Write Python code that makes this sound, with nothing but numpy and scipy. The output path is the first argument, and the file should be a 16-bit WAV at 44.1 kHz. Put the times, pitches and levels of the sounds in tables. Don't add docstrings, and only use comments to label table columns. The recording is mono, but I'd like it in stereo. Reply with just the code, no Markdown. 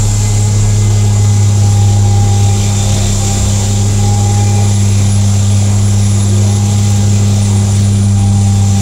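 import sys
import numpy as np
from scipy import signal
from scipy.fft import rfft, irfft, next_fast_len
from scipy.io import wavfile
from scipy.ndimage import uniform_filter1d, minimum_filter1d, map_coordinates

SR = 44100
rng = np.random.default_rng(int(sys.argv[2]) if len(sys.argv) > 2 else 0)


def materialize(psi):
    bounded = np.clip(np.atleast_2d(psi).T, -1, 1)
    quanta = np.round(bounded * 32767).astype(np.int16)
    wavfile.write(sys.argv[1], SR, quanta)


N = 388521

# time in seconds, firing rate in Hz (a small wobble is added).
FIRING_RATE = [(0.0, 102.6), (0.83, 103.3), (1.2, 102.4), (1.74, 101.2), (2.7, 100.3), (3.22, 98.8),
               (3.44, 99.6), (4.05, 101.2), (4.41, 101.8), (5.02, 99.7), (5.41, 99.7), (5.78, 100.5),
               (6.22, 100.2), (6.78, 101.6), (6.96, 101.0), (7.41, 100.7), (8.22, 99.8), (8.81, 98.9)]
# time in seconds, chute spray in dB, turbocharger hiss in dB (both before trims).
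PILE_WORK = [(0.05, -31.5, -25), (1.07, -32, -29.5), (2.28, -31.5, -30.5), (2.69, -28.5, -27.5),
             (3.32, -27.5, -24.5), (3.98, -31, -27.5), (5.24, -30.5, -29.5), (5.31, -31.5, -29.5),
             (6.59, -30.5, -30), (7.8, -31.5, -30.5), (8.09, -35, -34.5), (8.7, -32, -29),
             (8.75, -30, -29.5)]


def amp(db):
    return 10 ** (np.asarray(db) / 20)


def unit(x):
    return x / np.sqrt(np.mean(x ** 2) + 1e-20)


def along(points, hz):
    f, v = np.transpose(points)
    return np.interp(np.log(hz + 1), np.log(f + 1), v)


def curves(rows):
    s, *cols = np.transpose(rows)
    return [np.interp(np.arange(N) / SR, s, c) for c in cols]


def swing(rows):
    value = curves(rows)[0]
    return value - value.mean()


def wobble(rate):
    knots = rng.standard_normal(int(N * rate / SR) + 4)
    return map_coordinates(knots, [np.arange(N) * rate / SR])


def filtered(x, response):
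    m = next_fast_len(N + SR // 2)
    return irfft(rfft(x, m) * response(np.fft.rfftfreq(m, 1 / SR)), m)[..., :N]


def angle(hz):
    return 2 * np.pi * np.cumsum(hz) / SR


def tone(phase, db, flutter, rate):
    modulation = 1 + flutter * (wobble(rate) + 1j * wobble(rate))
    line = np.real(modulation * np.exp(1j * (phase + rng.uniform(0, 2 * np.pi))))
    return np.sqrt(2) * amp(db) * line / np.sqrt(1 + 2 * flutter ** 2)


def place(x, left_db, lead_ms):
    side = np.array([[1], [-1]]) / 2
    lead_s = lead_ms / 10 ** 3
    return filtered(x, lambda hz: amp(side * left_db) * np.exp(2j * np.pi * hz * side * lead_s))


def rush(spectrum, patchy_db):
    # frequency in Hz, left-right correlation.
    likeness = [(150, 0.91), (500, 0.99), (900, 0.58), (1400, 0.48), (2500, 0.13), (4500, 0.083),
                (6400, 0.27), (8500, 0.27), (12000, .1)]
    z = signal.stft(rng.standard_normal((2, N)), nperseg=512)[2]
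    field = uniform_filter1d(rng.standard_normal(z.shape[1:]), size=5, axis=0)
    field = uniform_filter1d(field, size=14, axis=1)
    pair = signal.istft(z * amp(patchy_db * unit(field)), nperseg=512)[1][:, :N]

    def shares(hz):
        turn = np.arccos(np.clip(along(likeness, hz), -1, 1)) / 2
        return amp(along(spectrum, hz)) * [np.cos(turn), np.sin(turn)]

    mid, side = filtered(pair, shares)
    return unit(np.array([mid + side, mid - side]))


def diesel(crank):
    # time in seconds, firing tone and its octave in dB, left minus right in dB (before trims).
    exhaust = [(0.03, -10.5, -27, 2.5), (1.13, -8.5, -23.5, 5), (1.15, -8, -24.5, 3), (2.32, -8, -24, 2.5),
               (2.69, -11.5, -22, 4), (3.3, -13, -23, 2), (3.93, -10, -22, 4.5), (5.32, -9.5, -20, 5),
               (6.83, -9.5, -19.5, 3.5), (8.31, -9, -17.5, 5), (8.58, -8, -18, 7.5),
               (8.78, -11, -16.5, 3.5)]
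    # time in seconds, added shudder and knock in dB.
    lugs = [(3.03, -28, -28.5), (3.44, -17, -35)]
    # crank order, dB below the knock level, flutter.
    knock_lines = [(16, 1, 0.8), (19, 7.5, 1), (21, 7.5, 0.79), (31, 14, 0.78)]
    # crank order, level in dB.
    engine_lines = [(1, -32), (4, -35), (5, -40.5), (7, -46), (9, -44), (10, -49.5), (13, -43.5), (14, -47),
                    (96, -53)]
    # frequency in Hz, relative level in dB per Hz.
    rumble_spectrum = [(10, -25), (28, -28), (50, -0.5), (90, 1), (140, -4), (200, -7), (280, -10),
                       (400, -15.5), (800, -66)]
    firing_db, octave_db, left_db = curves(exhaust)
    t = np.arange(N) / SR
    shudder = amp(-34.5 + 2.5 * wobble(4))
    knock_per_load = 1.4
    knock = amp(-41.5 + knock_per_load * swing(PILE_WORK) + 0.67 * wobble(4))
    shudder_s, knock_s = 0.071, 0.13
    for s, shudder_db, knock_db in lugs:
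        shudder = shudder + amp(shudder_db) * np.exp(-((t - s) / shudder_s) ** 2)
        knock = knock + amp(knock_db) * np.exp(-((t - s) / knock_s) ** 2)
    firing = 3 * crank
    drone = np.sqrt(2) * amp(firing_db + 0.1 + 0.55 * wobble(13)) * np.cos(firing)
    drone = drone * amp((left_db + 0.35) * np.array([[1], [-1]]) / 2)
    octave = -np.sqrt(2) * amp(octave_db + 0.6 + 0.93 * wobble(14)) * np.cos(2 * firing)
    lines = shudder * tone(2 * crank, 0, flutter=0.26, rate=12)
    for order, below_db, flutter in knock_lines:
        lines += knock * tone(order * crank, -below_db, flutter=flutter, rate=28)
    for order, db in engine_lines:
        lines += tone(order * crank, db, flutter=0.78, rate=8)
    rumble = amp(-25.5) * rush(rumble_spectrum, patchy_db=2.5)
    drone = place(drone, left_db=-0.5, lead_ms=0.11)
    return drone + place(octave + lines + rumble, left_db=2.0, lead_ms=0.22)


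def whine_db():
    # start in seconds, hold in seconds, level in dB.
    whines = [(0.2, 0.29, -35.5), (1.0, 0.66, -33.5), (1.6, 0.39, -26.5), (2.0, 0.54, -24),
              (2.6, 0.41, -30.5), (3.19, 0.13, -24), (3.55, 0.3, -30.5), (3.978, 0.62, -21.5),
              (5.05, 0.12, -35), (6.447, 0.57, -31.5), (7.05, 0.63, -35), (8.15, 1, -28)]
    attack_s, release_s, rest_db = 0.02, 0.081, -37.5
    t = np.arange(N) / SR
    power = amp(rest_db) ** 2
    for s, hold, db in whines:
        rise = 1 - np.exp(-np.maximum(t - s, 0) / attack_s)
        fall = np.exp(-np.maximum(t - s - hold, 0) / release_s)
        power = power + (amp(db) * rise * fall) ** 2
    return 10 * np.log10(power)


def gearbox(crank, mesh_db):
    # harmonic, level in dB, dB per dB of whine,
    # dB per dB of load, dB per Hz of firing rate, left lead in ms.
    gear_lines = [(1, -38.5, 0.48, 0.9, 1, 0.18), (3, -39, 0.03, 0.7, 1, 0.3), (4, -40, -0.1, 0, 0, 0.37),
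                  (5, -44, 0, 0.8, 2.5, 0.39), (9, -42.5, 0.13, 2, -2.8, 0.49)]
    tooth = 12 * crank
    whine, load, speed = mesh_db - mesh_db.mean(), swing(PILE_WORK), swing(FIRING_RATE)
    second = tone(2 * tooth, mesh_db, flutter=0.2, rate=30)
    sound = place(second, left_db=-0.5, lead_ms=0.31)
    for harmonic, db, per_whine, per_load, per_speed, lead_ms in gear_lines:
        phase = harmonic * (tooth + 0.066 * wobble(45))
        level_db = db + per_whine * whine + per_load * load + per_speed * speed + 1.9 * wobble(4.6)
        line = tone(phase, level_db, flutter=0.35, rate=40)
        sound += place(line, left_db=-1.1, lead_ms=lead_ms)
    return sound


def impeller(rotor, mesh_db):
    # time in seconds, throb in dB (before a trim).
    throb = [(0.15, -16), (0.36, -15.5), (0.55, -20.5), (0.63, -15), (1.41, -26), (2.27, -18.5),
             (2.51, -24), (3.25, -19), (4.67, -25), (6.06, -23), (6.1, -31), (8.7, -24)]
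    # rotor order, level in dB, dB per dB of whine, dB per Hz of firing rate, flutter.
    rotor_lines = [(4, -35, 0.45, -3.3, 0.5), (12, -41, 0.3, 3.5, 0.28), (24, -45, 0.6, 5.1, 0.7),
                   (42, -48.5, 0, 1, 0.84)]
    whine, speed = mesh_db - mesh_db.mean(), swing(FIRING_RATE)
    sound = tone(rotor, curves(throb)[0] - 0.8, flutter=0.12, rate=9.2)
    for order, db, per_whine, per_speed, flutter in rotor_lines:
        level_db = db + per_whine * whine + per_speed * speed
        sound += tone(order * rotor, level_db, flutter=flutter, rate=15)
    return place(sound, left_db=1.1, lead_ms=0.2)


def snow(crank, rotor):
    # frequency in Hz, relative level in dB per Hz.
    churn_spectrum = [(100, -45), (250, -9), (380, 0), (500, -1.5), (720, 0.5), (1000, -4), (1400, -8.5),
                      (1800, -16.5), (3000, -20), (8000, -72)]
    # frequency in Hz, relative level in dB per Hz.
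    spray_spectrum = [(600, -8), (1200, -9), (1800, -6), (2400, 1), (2700, -1), (3500, 3), (4400, 0.5),
                      (5200, 0.5), (6200, 6.5), (7500, -4.5), (9000, -8.5), (11500, -14.5), (15500, -18)]
    # frequency in Hz, relative level in dB per Hz.
    ice_spectrum = [(2000, -17), (7000, 0), (11000, -9), (15000, -12)]
    # time in seconds, starting level in dB.
    chunks = [(4.6, -46), (6.9, -23), (6.96, -25)]
    spray_db, churn_db = curves(PILE_WORK)[0], -29.7 + 0.39 * swing(PILE_WORK)
    churn_pulse = 1 + 0.042 * np.cos(2 * crank) + 0.075 * np.cos(rotor)
    churn = unit(rush(churn_spectrum, patchy_db=1.5) * churn_pulse)
    lumps = amp(0.73 * wobble(13) + 0.93 * wobble(150))
    spray = unit(rush(spray_spectrum, patchy_db=1.5) * (1 + 0.016 * np.cos(rotor)) * lumps)
    t = np.arange(N) / SR
    decay_s = 0.13
    rattle = sum(amp(db - 60 * np.abs(t - s) / decay_s) * (t > s) for s, db in chunks)
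    ice = rattle * rush(ice_spectrum, patchy_db=2)
    low = place(amp(churn_db + 0.49 * wobble(7)) * churn, left_db=1.4, lead_ms=0.15)
    return low + place(amp(spray_db + 6.0) * spray + ice, left_db=1.0, lead_ms=0.512)


def turbo(crank):
    # time in seconds, blade tone in Hz (a small wobble is added).
    blade_tone = [(0, 11500), (1.45, 10590), (1.72, 10580), (2.0, 10650), (2.9, 10700), (3.7, 10950),
                  (4.37, 10550), (4.6, 10330), (4.9, 10280), (5.45, 10390), (5.85, 10260), (6.3, 10230),
                  (6.75, 10020), (6.95, 9790), (7.55, 9450), (8.15, 9420), (8.81, 9720)]
    # blade tone in Hz, whistle level in dB (a wobble is added).
    duct = [(9420, -33), (9520, -38), (9650, -45), (9800, -45), (10050, -40.5), (10260, -33.5),
            (10390, -36), (10470, -42), (10570, -35), (10640, -50), (10760, -40), (10950, -45),
            (11500, -52)]
    # frequency in Hz, relative level in dB per Hz.
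    hiss_spectrum = [(2500, -37), (4400, -17), (5000, -12.5), (5800, -15.5), (6400, -11.5), (7000, -0.5),
                     (7500, 0.5), (8000, -11), (9000, -15), (11000, -24), (15500, -42)]
    firing = 3 * crank
    pulsing = 1 + 0.094 * np.cos(firing) + 0.04 * np.cos(2 * firing) + 0.085 * np.cos(crank)
    hiss_db = curves(PILE_WORK)[1] + 3.5 + 0.4 * wobble(11)
    hiss = amp(hiss_db) * pulsing * rush(hiss_spectrum, patchy_db=1)
    hz, = curves(blade_tone)
    phase = angle(hz + 10 * wobble(18)) + 0.35 * np.sin(firing)
    whistle = tone(phase, along(duct, hz) + 3 * wobble(14), flutter=0.44, rate=46)
    return place(hiss, left_db=10.5, lead_ms=0.48) + place(whistle, left_db=7, lead_ms=0.41)


def hydraulics():
    # time in seconds, motor pitch in Hz.
    motor_pitch = [(0.7, 336), (1.2, 378), (1.75, 358), (2.2, 356), (2.6, 369), (3.3, 358), (3.9, 379),
                   (4.35, 347), (4.8, 351), (5.15, 384), (5.6, 386), (6, 342), (6.5, 367), (6.9, 355),
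                   (7.55, 374), (7.8, 361), (8.35, 390), (8.81, 380)]
    # motor pitch in Hz, hum level in dB (a wobble is added).
    mount = [(335, -53), (346, -34.5), (360, -33), (376, -35), (387, -54)]
    hz, = curves(motor_pitch)
    hum = tone(angle(hz), along(mount, hz) + 2 * wobble(5), flutter=0.35, rate=22)
    return place(hum, left_db=1.5, lead_ms=0.19)


def housing():
    # start in seconds, level in dB that the swell approaches while it decays.
    rubs = [(2.42, -40), (4.36, -37), (7.25, -42)]
    attack_s, t60_s = 0.05, 5.4
    t = np.arange(N) / SR
    rubbing = np.zeros(N)
    for s, db in rubs:
        age = np.maximum(t - s, 0)
        rubbing += amp(db - 60 * age / t60_s) * (1 - np.exp(-age / attack_s))
    mode_hz = np.full(N, 2385)
    ring = rubbing * tone(angle(mode_hz), 0, flutter=1.3, rate=50)
    return place(ring, left_db=6.0, lead_ms=0.39)


def scene():
    crank = angle(curves(FIRING_RATE)[0] + 0.12 * wobble(12)) / 3
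    rotor = 1.029 * crank
    mesh_db = whine_db()
    machine = diesel(crank) + gearbox(crank, mesh_db) + impeller(rotor, mesh_db)
    return machine + snow(crank, rotor) + turbo(crank) + hydraulics() + housing()


def record(dry):
    top_hz = 15700
    needed = 1 / np.maximum(np.abs(dry), 1)
    gain = uniform_filter1d(minimum_filter1d(needed, size=301), size=301)
    return filtered(dry * gain, lambda hz: hz < top_hz)


dry = scene()
out = record(dry)
materialize(out)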